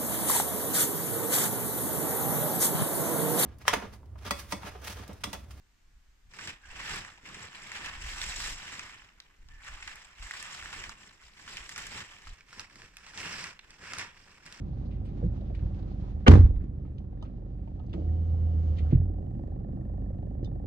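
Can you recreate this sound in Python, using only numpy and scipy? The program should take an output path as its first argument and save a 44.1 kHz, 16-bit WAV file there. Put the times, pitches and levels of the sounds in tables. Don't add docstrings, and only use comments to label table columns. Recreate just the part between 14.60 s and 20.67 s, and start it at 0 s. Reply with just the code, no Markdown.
import sys
import numpy as np
from scipy import signal
from scipy.fft import rfft, irfft, next_fast_len
from scipy.io import wavfile
from scipy.ndimage import uniform_filter1d

SR = 44100
rng = np.random.default_rng(int(sys.argv[2]) if len(sys.argv) > 2 else 0)


def store_wav(level_fs):
    pcm = np.round(np.clip(np.atleast_2d(level_fs), -1, 1) * 32767)
    wavfile.write(sys.argv[1], SR, pcm.T.astype(np.int16))


N = 267554
T = np.arange(N) / SR

# frequency in Hz, likeness of left and right from 0 to 1.
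PORT_LIKENESS = [(60, .95), (130, 0.97), (270, 0.9), (580, 1), (1200, 0), (12000, 0)]
LEFT_DB, LEFT_LAG_S = -2.1, .00046
CEILING, TOP_HZ = 0.82, 12350

# time in seconds, level in dB.
AIR = [(0, -68.5), (1.1, -65.5), (1.88, -69), (2.03, -80), (3.05, -76), (3.33, -72)]
# frequency in Hz, density in dB per Hz.
AIR_COLOUR = [(410, -31.5), (700, -23), (734, -3), (788, -2.5), (1750, -14.5), (3970, -19.5), (6540, -28),
              (9350, -48.5), (12000, -59), (15600, -81), (22000, -120)]

# time in seconds, firings per second.
FIRING_RATE = [(0, 24.42), (.45, 24.9), (1.1, 24.135), (1.8, 23.836), (3.1, 23.85), (3.8, 23.984),
               (4.4, 23.595), (6.07, 24.415)]
FIRST_FIRING = .105
# multiple of the firing rate, level in dB.
HUM_ORDERS = [(1, -49.5), (2, -40.5), (3, -45), (4, -50.5), (5, -49), (6, -59.5), (8, -50.5)]
# time in seconds, hum and rumble in dB, knocks in dB, sharpness of their strike in dB.
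IDLE = [(0, 0.5, -3.5, -6), (1.1, 2, -0.5, -6), (1.7, 1, -2, -5.5), (2.1, -1, -7.5, -6),
        (2.6, -3, -5, -5.5), (3.2, -2, -3, -5), (3.45, -1.5, -1.5, -6.5), (4.25, 0, 0.5, -6.5),
        (4.4, 1, -1, -1), (6.07, 1.5, -1.5, 0)]
# frequency in Hz, density in dB per Hz.
RUMBLE_COLOUR = [(18, -21.5), (31, -27), (48, -6.5), (85, -1.5), (130, -8), (200, -14), (300, -18),
                 (430, -28.5), (780, -44), (1000, -46), (1800, -59), (3500, -71.5), (7000, -74.5),
                 (12300, -84.5)]
RUMBLE_DB = -37.5
# place in the firing from 0 to 1, centre in Hz, width in Hz of each filter pass,
# t60 in seconds, level in dB, clean strike against its noise in dB.
FIRING_KNOCKS = [(.23, 285, 310, .09, -54, -4), (.285, 535, 210, .032, -58.5, 2),
                 (.775, 535, 210, .035, -61.5, -2), (.245, 745, 195, .032, -60.5, 1),
                 (.55, 745, 195, .15, -70, -8), (.19, 1795, 270, .07, -81.5, 1.5),
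                 (.21, 2950, 800, .02, -89, 2), (.225, 3800, 3000, .013, -92.5, 0)]

# time in seconds, door panel drone in Hz, drone level in dB, motor shaft hum in dB.
WINDOW = [(3.35, 73.6, -42, -50), (3.375, 75.5, -38, -48), (3.41, 78, -30, -46), (3.45, 80.3, -28.5, -45),
          (3.5, 81, -26, -44), (3.63, 82.6, -27.5, -44), (3.8, 81.6, -26, -42), (4, 80.5, -25.5, -35),
          (4.315, 78, -28.5, -35)]
SHAFT_HZ, SHAFT_START = 72.6, .07
# multiple of the shaft rate, level in dB.
WHINE = [(5, -60), (6, -68.5), (7, -60), (8, -70), (10, -61.5), (12, -88), (13, -75.5), (14, -85.5),
         (15, -85.5), (17, -80), (18, -87.5), (28, -98), (30, -89.5)]
# frequency in Hz, density in dB per Hz.
RUB_COLOUR = [(700, -13.5), (1200, -10.5), (1800, -21), (2150, -19), (2500, -25), (2950, -17), (3400, -23),
              (4800, -25), (5600, -30), (6600, -28), (9900, -56), (12300, -51.5)]
RUB_DB, RUB_RISE_DB_S = -70, 6.5
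SEAL_HZ, SEAL_SAG_HZ_S, SEAL_WIDTH_HZ, SEAL_DB = 3100, 227, 130, -82
# mode in Hz, level in dB, t60 in seconds.
GEAR = [(177.5, -1, .1), (317, 4, 0.12), (450, -7, 0.083), (540, -6, 0.052), (626, -13, 0.06)]
# time in seconds, push in dB, contact in seconds.
CLUNKS = [(3.341, -36, 0.00096), (3.352, -34, .0015), (3.364, -42.5, 0.00077), (3.380, -35.5, 0.00071),
          (3.389, -40, 0.00092), (3.41, -38, 0.00096), (3.421, -38.5, 0.00095), (3.463, -41.5, .0013)]
# mode in Hz, level in dB, t60 in seconds.
FRAME = [(51.3, -2.5, 0.65), (89, -8.5, 0.65), (129, 11, 0.047), (240.3, -2, 0.073), (316, -5, 0.081),
         (430, -8, 0.18), (540, -23, 0.038)]
# time in seconds, push in dB, contact in seconds.
STOPS = [(4.325, -27, 0.00064), (4.329, -15, 0.0022), (4.350, -15, 0.0043), (4.396, -22.5, 0.0043)]

# time in seconds, peak in dB ahead of the tilt between ports, centre in Hz,
# width in Hz of each filter pass, t60 in seconds.
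CLICKS = [(.809, -55.5, 3440, 2500, 0.042), (.809, -46, 550, 200, 0.095), (.902, -39, 540, 197, 0.11),
          (.899, -56.5, 2470, 2500, .06), (.948, -46, 2260, 3270, 0.12), (.992, -52, 1780, 2480, 0.072),
          (1.145, -54.5, 2980, 3500, .032), (1.191, -56, 3450, 3000, 0.059),
          (1.227, -55.5, 2990, 2970, 0.074), (1.6795, -11.5, 2975, 2000, 0.024),
          (1.68, -18, 5190, 4500, .025), (2.382, -57.5, 3000, 3500, 0.084), (2.571, -66.5, 1850, 500, .06),
          (2.613, -64, 3650, 600, 0.048), (2.625, -54, 4600, 4570, 0.093), (3.075, -60, 2395, 2000, 0.064),
          (3.195, -60, 3030, 2000, 0.084), (3.264, -64, 4500, 2990, .06), (3.294, -56.5, 3300, 3450, 0.13),
          (3.330, -43, 2900, 2010, 0.068), (3.336, -40, 1790, 3440, 0.076), (3.488, -60, 1850, 357, .06),
          (5.826, -64.5, 2960, 3000, 0.027), (5.844, -51, 4530, 3230, 0.077),
          (5.853, -53, 3620, 150.5, 0.066)]
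SCUFFS = [(.125, -66.5, 4050, 2000, .2), (.25, -60.5, 4050, 2500, .15), (.305, -51.5, 2570, 2510, 0.34),
          (.447, -56, 2750, 3000, 0.35), (.45, -69, 8200, 2000, .1), (.63, -57, 1690, 1810, .12),
          (1.3, -62.5, 4160, 2080, 0.2), (2.0, -56, 1490, 1780, 0.27), (2.245, -64.5, 2000, 2480, 0.38),
          (2.52, -63.5, 1280, 1503, 0.28), (2.98, -69.5, 2490, 3500, 0.39), (2.64, -54, 1250, 490, 0.23),
          (2.645, -56.5, 2460, 3010, 0.16), (3.335, -50, 500, 500, 0.52), (3.39, -43.5, 450, 450, 0.44),
          (4.165, -50.5, 3130, 2500, 0.12), (4.18, -45, 2360, 2940, 0.1), (4.25, -55.5, 1387, 395, 0.13),
          (4.305, -46.5, 1730, 2650, 0.25), (5.832, -65, 4000, 2500, .15)]
CLICK_RISE_S, SCUFF_RISE_S = 0.00068, 0.009
CLICK_LEFT_DB = 3
CLICK_STRIKE_DB, CLICK_APART = 15, 1
# mode in Hz, level in dB, t60 in seconds.
TRIM = [(653, -6.5, 0.052), (895, -0.5, 0.052), (1110, -9.5, 0.041), (1258, -6.5, 0.078),
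        (1320, -10.5, .05), (1730, -11, 0.045)]
# time in seconds, push in dB, contact in seconds.
TAPS = [(2.248, -57, 0.00039), (2.624, -42.5, 0.00051), (2.629, -41.5, 0.00056), (3.075, -44, .0008),
        (3.189, -55, 0.00064), (3.198, -54, 0.00045), (3.336, -49, .0004), (3.343, -46, 0.00069),
        (3.38, -39.5, 0.0012)]
# mode in Hz, level in dB, t60 in seconds.
PLASTIC = [(1920, -2, .03), (3020, 6.5, .05), (3620, 0, .05), (4320, -19.5, .03), (4840, -11.5, 0.04),
           (6200, -12, 0.04)]
# time in seconds, push in dB, contact in seconds.
TICKS = [(2.383, -63, .0001), (2.626, -55, .00008), (5.845, -58.5, .0001)]

# mode in Hz, level in dB, t60 in seconds.
OPEN_DOOR = [(69, -4, 0.19), (105, -2, 0.063), (175, 3, 0.049), (337, -6.5, 0.065), (494, 0, 0.049)]
# time in seconds, push in dB, contact in seconds.
BUMPS = [(.628, -31, 0.00093), (.638, -23, 0.0016), (.643, -19, 0.0041), (.661, -22.5, 0.0025),
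         (.6765, -18, 0.0067), (1.026, -21, 0.0047), (1.053, -20.5, 0.0045)]
# mode in Hz, level in dB.
BODY = [(48, -10), (64, -10), (78, -8), (85, -3), (92, 2), (110, -2), (133, -6), (152, -8.5), (184, -3.5),
        (212, -11), (232, -4.5), (248, -7), (272, -4), (296, -5), (324, -4), (345, -6.5), (393, -14),
        (420, -11), (466, -10.5), (490, -11), (560, -35.5), (650, -33), (738, -18), (861, -24),
        (980, -24.5), (1185, -18.5), (1272, -21), (1432, -43), (1780, -19), (2012, -24), (2270, -27.5),
        (2610, -21.5), (2770, -19.5), (3040, -8.5), (3640, -26.5), (3940, -22.5)]
BODY_T60, BODY_DAMPING = 0.35, 0.75
# time in seconds, ring push in dB, contact in seconds, trim rattle in dB.
BLOWS = [(1.666, -30.5, 0.00041, -33), (1.669, -27.5, 0.00019, -29.5), (1.676, -23, 0.0012, -23.5),
         (1.680, -10.5, 0.00028, -20.5), (1.684, -4.5, 0.0016, -27), (1.696, -6.5, 0.0039, -28.5),
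         (1.707, -22, 0.0006, -30), (1.716, -17, 0.0013, -29), (1.7285, -9, 0.0041, -43.5),
         (1.736, -23, 0.00064, -25.5), (1.754, -22.5, 0.00092, -46.5), (1.763, -23.5, 0.002, -48),
         (1.773, -23, 0.001, -41), (1.7911, -11.5, 0.0042, -41.5), (1.806, -32.5, 0.0014, -42),
         (1.838, -12, 0.0081, -46.5), (1.862, -39.5, 0.00077, -53.5), (1.898, -22, 0.0082, -62.5),
         (1.907, -40.5, 0.00063, -62), (1.96, -21, 0.019, -58), (2.039, -38.5, 0.0019, -59.5),
         (5.828, -37, 0.0011, -78)]
# frequency in Hz, density in dB per Hz.
RATTLE_COLOUR = [(350, -17), (600, -18.5), (700, -8), (831, -2), (919, -7.5), (1140, -8), (2800, -21.5),
                 (3880, -24.5), (6570, -32), (10300, -48.5), (12000, -43), (15600, -70), (22000, -120)]
RATTLE_SPLIT_HZ = 1800
RATTLE_T60_S, DULL_RATTLE_T60_S = 0.088, 0.11
PANEL_SHAKE_DB, PANEL_HZ = -21.5, 396
# from second, to second, level in dB, centre in Hz,
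# width in Hz of each filter pass.
LATCH = (1.663, 1.685, -23, 1600, 1700)


def undb(db):
    return 10 ** (np.asarray(db) / 20)


def curve(table):
    s, *columns = np.transpose(table)
    return [np.interp(T, s, column) for column in columns]


def over_hz(table, hz):
    table_hz, values = np.array(table).T
    return np.interp(np.log(hz), np.log(table_hz), values)


def walk(rate):
    hold = int(SR / rate)
    steps = np.repeat(rng.standard_normal(N // hold + 1), hold)
    return 1.3 * uniform_filter1d(uniform_filter1d(steps, hold), hold)[:N]


def hiss(colour, flicker_db, rate):
    size = next_fast_len(N)
    hz = np.maximum(np.fft.rfftfreq(size, 1 / SR), 1)
    alike = np.clip(over_hz(PORT_LIKENESS, hz), -1, 1)
    mid, side = rfft(rng.standard_normal((2, size))) * np.sqrt([1 + alike, 1 - alike])
    inside = (hz > colour[0][0]) * (hz < colour[-1][0])
    both = np.array([mid + side, mid - side]) * undb(over_hz(colour, hz)) * inside
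    out = 0
    for centre in 40 * 3. ** np.arange(6):
        distance = np.clip(np.log(hz / centre) / np.log(3), -1, 1)
        share = np.cos(np.pi / 2 * distance) ** 2
        out = out + irfft(both * share, size)[:, :N] * undb(flicker_db * walk(rate))
    return out / out.std()


def band(x, hz, width_hz, passes=3):
    for _ in range(passes):
        x = signal.lfilter(*signal.iirpeak(hz, hz / width_hz, fs=SR), x)
    return x


def fade(kicks, t60):
    return signal.lfilter([1], [1, -np.exp(-np.log(1000) / (t60 * SR))], kicks)


def ring(hits, modes, spread, scrape=0):
    push, mid, side = np.zeros(N) + scrape, 0, 0
    for s, db, contact_s in hits:
        i, n = int(s * SR), max(int(contact_s * SR), 2)
        push[i:i + 2 * n] += undb(db) * np.sin(np.pi * np.arange(2 * n) / n) / n
    for k, (hz, db, t60) in enumerate(modes):
        pole = np.exp(2j * np.pi * hz / SR - np.log(1000) / (t60 * SR))
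        mode = signal.lfilter([undb(db)], [1, -pole], push + 1e-18)
        alike = np.clip(over_hz(PORT_LIKENESS, hz), -1, 1)
        turn = (-1) ** k * spread * np.arccos(alike)
        mid, side = mid + np.cos(turn) * mode.imag, side + np.sin(turn) * mode.real
    return np.array([mid + side, mid - side])


def air():
    db = curve(AIR)[0] + 1.9 * walk(33)
    on = uniform_filter1d(1. * (T < AIR[-1][0]), 800)
    return undb(db) * on * hiss(AIR_COLOUR, 1.6, 54)


def firing_knocks(phase, sharp):
    knocks = 0
    for place, hz, width_hz, t60, db, strike_db in FIRING_KNOCKS:
        kicks = np.zeros(N)
        at = np.flatnonzero(np.diff(np.floor(phase - place)))
        kicks[at] = undb(1.6 * rng.standard_normal(len(at)))
        swell = uniform_filter1d(fade(kicks, t60), int(2 * SR / hz))
        swell = sharp * swell + (1 - sharp) * swell.std()
        strike = undb(strike_db) * sharp * np.sqrt(t60 * SR / np.log(1000))
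        knock = band(strike * kicks + swell * rng.standard_normal((2, N)), hz, width_hz)
        knocks = knocks + undb(db) * knock / knock.std()
    return knocks


def engine():
    phase = FIRST_FIRING + np.cumsum(curve(FIRING_RATE)[0]) / SR
    cabin_db, knocks_db, sharp_db = curve(IDLE)
    hum = 0
    for order, db in HUM_ORDERS:
        level = np.sqrt(2) * undb(db + 0.96 * walk(2.4))
        hum = hum + level * np.cos(2 * np.pi * order * phase + 0.44 * walk(8.9))
    rumble = undb(RUMBLE_DB) * hiss(RUMBLE_COLOUR, 1.2, 8)
    knocks = firing_knocks(phase, np.minimum(undb(sharp_db), 1))
    return undb(cabin_db) * (hum + rumble) + undb(knocks_db) * knocks


def seal_rub(run_s):
    rub = undb(RUB_DB + RUB_RISE_DB_S * run_s) * hiss(RUB_COLOUR, 1.2, 20)
    sag = 2 * np.pi * (SEAL_HZ - SEAL_SAG_HZ_S * run_s / 2) * run_s
    song = walk(SEAL_WIDTH_HZ) * np.cos(sag) + walk(SEAL_WIDTH_HZ) * np.sin(sag)
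    return rub + undb(SEAL_DB + 2.5 * walk(9.1)) * song


def window():
    hz, drone_db, shaft_db = curve(WINDOW)
    start, stop = WINDOW[0][0], WINDOW[-1][0]
    on = uniform_filter1d(1. * (T > start) * (T < stop), 800)
    turns = 2 * np.pi * np.cumsum(hz * (T > start)) / SR
    drone = np.sin(turns) + undb(-20.5) * np.sin(2 * turns) + undb(-40.5) * np.sin(4 * turns)
    shaft = 2 * np.pi * (SHAFT_START + SHAFT_HZ * (T - start))
    whine = undb(shaft_db) * np.sin(shaft)
    for order, db in WHINE:
        whine = whine + undb(db + 2.7 * walk(16)) * np.sin(order * shaft + 1.4 * walk(22))
    return on * (np.sqrt(2) * (undb(drone_db) * drone + whine) + seal_rub(T - start))


def lift_gear():
    return ring(CLUNKS, GEAR, 0.16)


def glass_stop():
    return ring(STOPS, FRAME, 0.12)


def clicks_and_scuffs():
    n = 16384
    out, t = np.zeros((2, N + n)), T[:n]
    tilt_db = np.array([[CLICK_LEFT_DB], [-CLICK_LEFT_DB]]) / 2
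    for table, rise_s, strike in ((CLICKS, CLICK_RISE_S, undb(CLICK_STRIKE_DB)), (SCUFFS, SCUFF_RISE_S, 0)):
        for s, db, hz, width_hz, t60 in table:
            shape = np.minimum(t / rise_s, 1) * undb(-60 * t / t60)
            noise = rng.standard_normal(n) + CLICK_APART * rng.standard_normal((2, n))
            noise[:, int(rise_s * SR)] += strike
            burst = band(noise, hz, width_hz) * shape
            i = int(s * SR)
            out[:, i:i + n] += burst / np.abs(burst).max() * undb(db + tilt_db)
    return out[:, :N]


def trim_taps():
    return ring(TAPS, TRIM, 0.83)


def plastic_ticks():
    return ring(TICKS, PLASTIC, 0.3)


def open_door():
    return ring(BUMPS, OPEN_DOOR, 0.23)


def trim_rattle(dull, bright):
    trim = undb(2 * walk(500) - 3) * hiss(RATTLE_COLOUR, .7, 60)
    low = signal.sosfilt(signal.butter(1, RATTLE_SPLIT_HZ, fs=SR, output="sos"), trim)
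    return uniform_filter1d(dull, 90) * low + uniform_filter1d(bright, 90) * (trim - low)


def latch_grind():
    start, stop, db, hz, width_hz = LATCH
    shape = np.clip((T - start) / .004, 0, 1) * (T < stop)
    return undb(db) * shape * band(rng.standard_normal(N), hz, width_hz)


def door_slam():
    shakes = np.zeros(N)
    for s, _, _, rattle_db in BLOWS:
        shakes[int(s * SR)] += undb(rattle_db)
    dull, bright = fade(shakes, DULL_RATTLE_T60_S), fade(shakes, RATTLE_T60_S)
    panel = undb(PANEL_SHAKE_DB) * dull * band(rng.standard_normal(N), PANEL_HZ, PANEL_HZ, passes=2)
    modes = [(hz, db, BODY_T60 * (92 / hz) ** BODY_DAMPING) for hz, db in BODY]
    body = ring(np.array(BLOWS)[:, :3], modes, 0.56, latch_grind() + panel)
    return body + trim_rattle(dull, bright)


def scene():
    background = air() + engine()
    lift = window() + lift_gear() + glass_stop()
    small_sounds = clicks_and_scuffs() + trim_taps() + plastic_ticks()
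    left, right = background + lift + small_sounds + open_door() + door_slam()
    late_left = np.roll(left, int(LEFT_LAG_S * SR))
    return np.array([late_left * undb(LEFT_DB / 2), right * undb(-LEFT_DB / 2)])


def record(dry):
    opened = dry * np.minimum(T / 0.0013, 1)
    lean = signal.sosfilt(signal.butter(2, 22, "high", fs=SR, output="sos"), opened)
    soft = CEILING * np.tanh(lean / CEILING)
    return signal.sosfilt(signal.ellip(8, .2, 70, TOP_HZ, fs=SR, output="sos"), soft)


dry = scene()
out = record(dry)
store_wav(out)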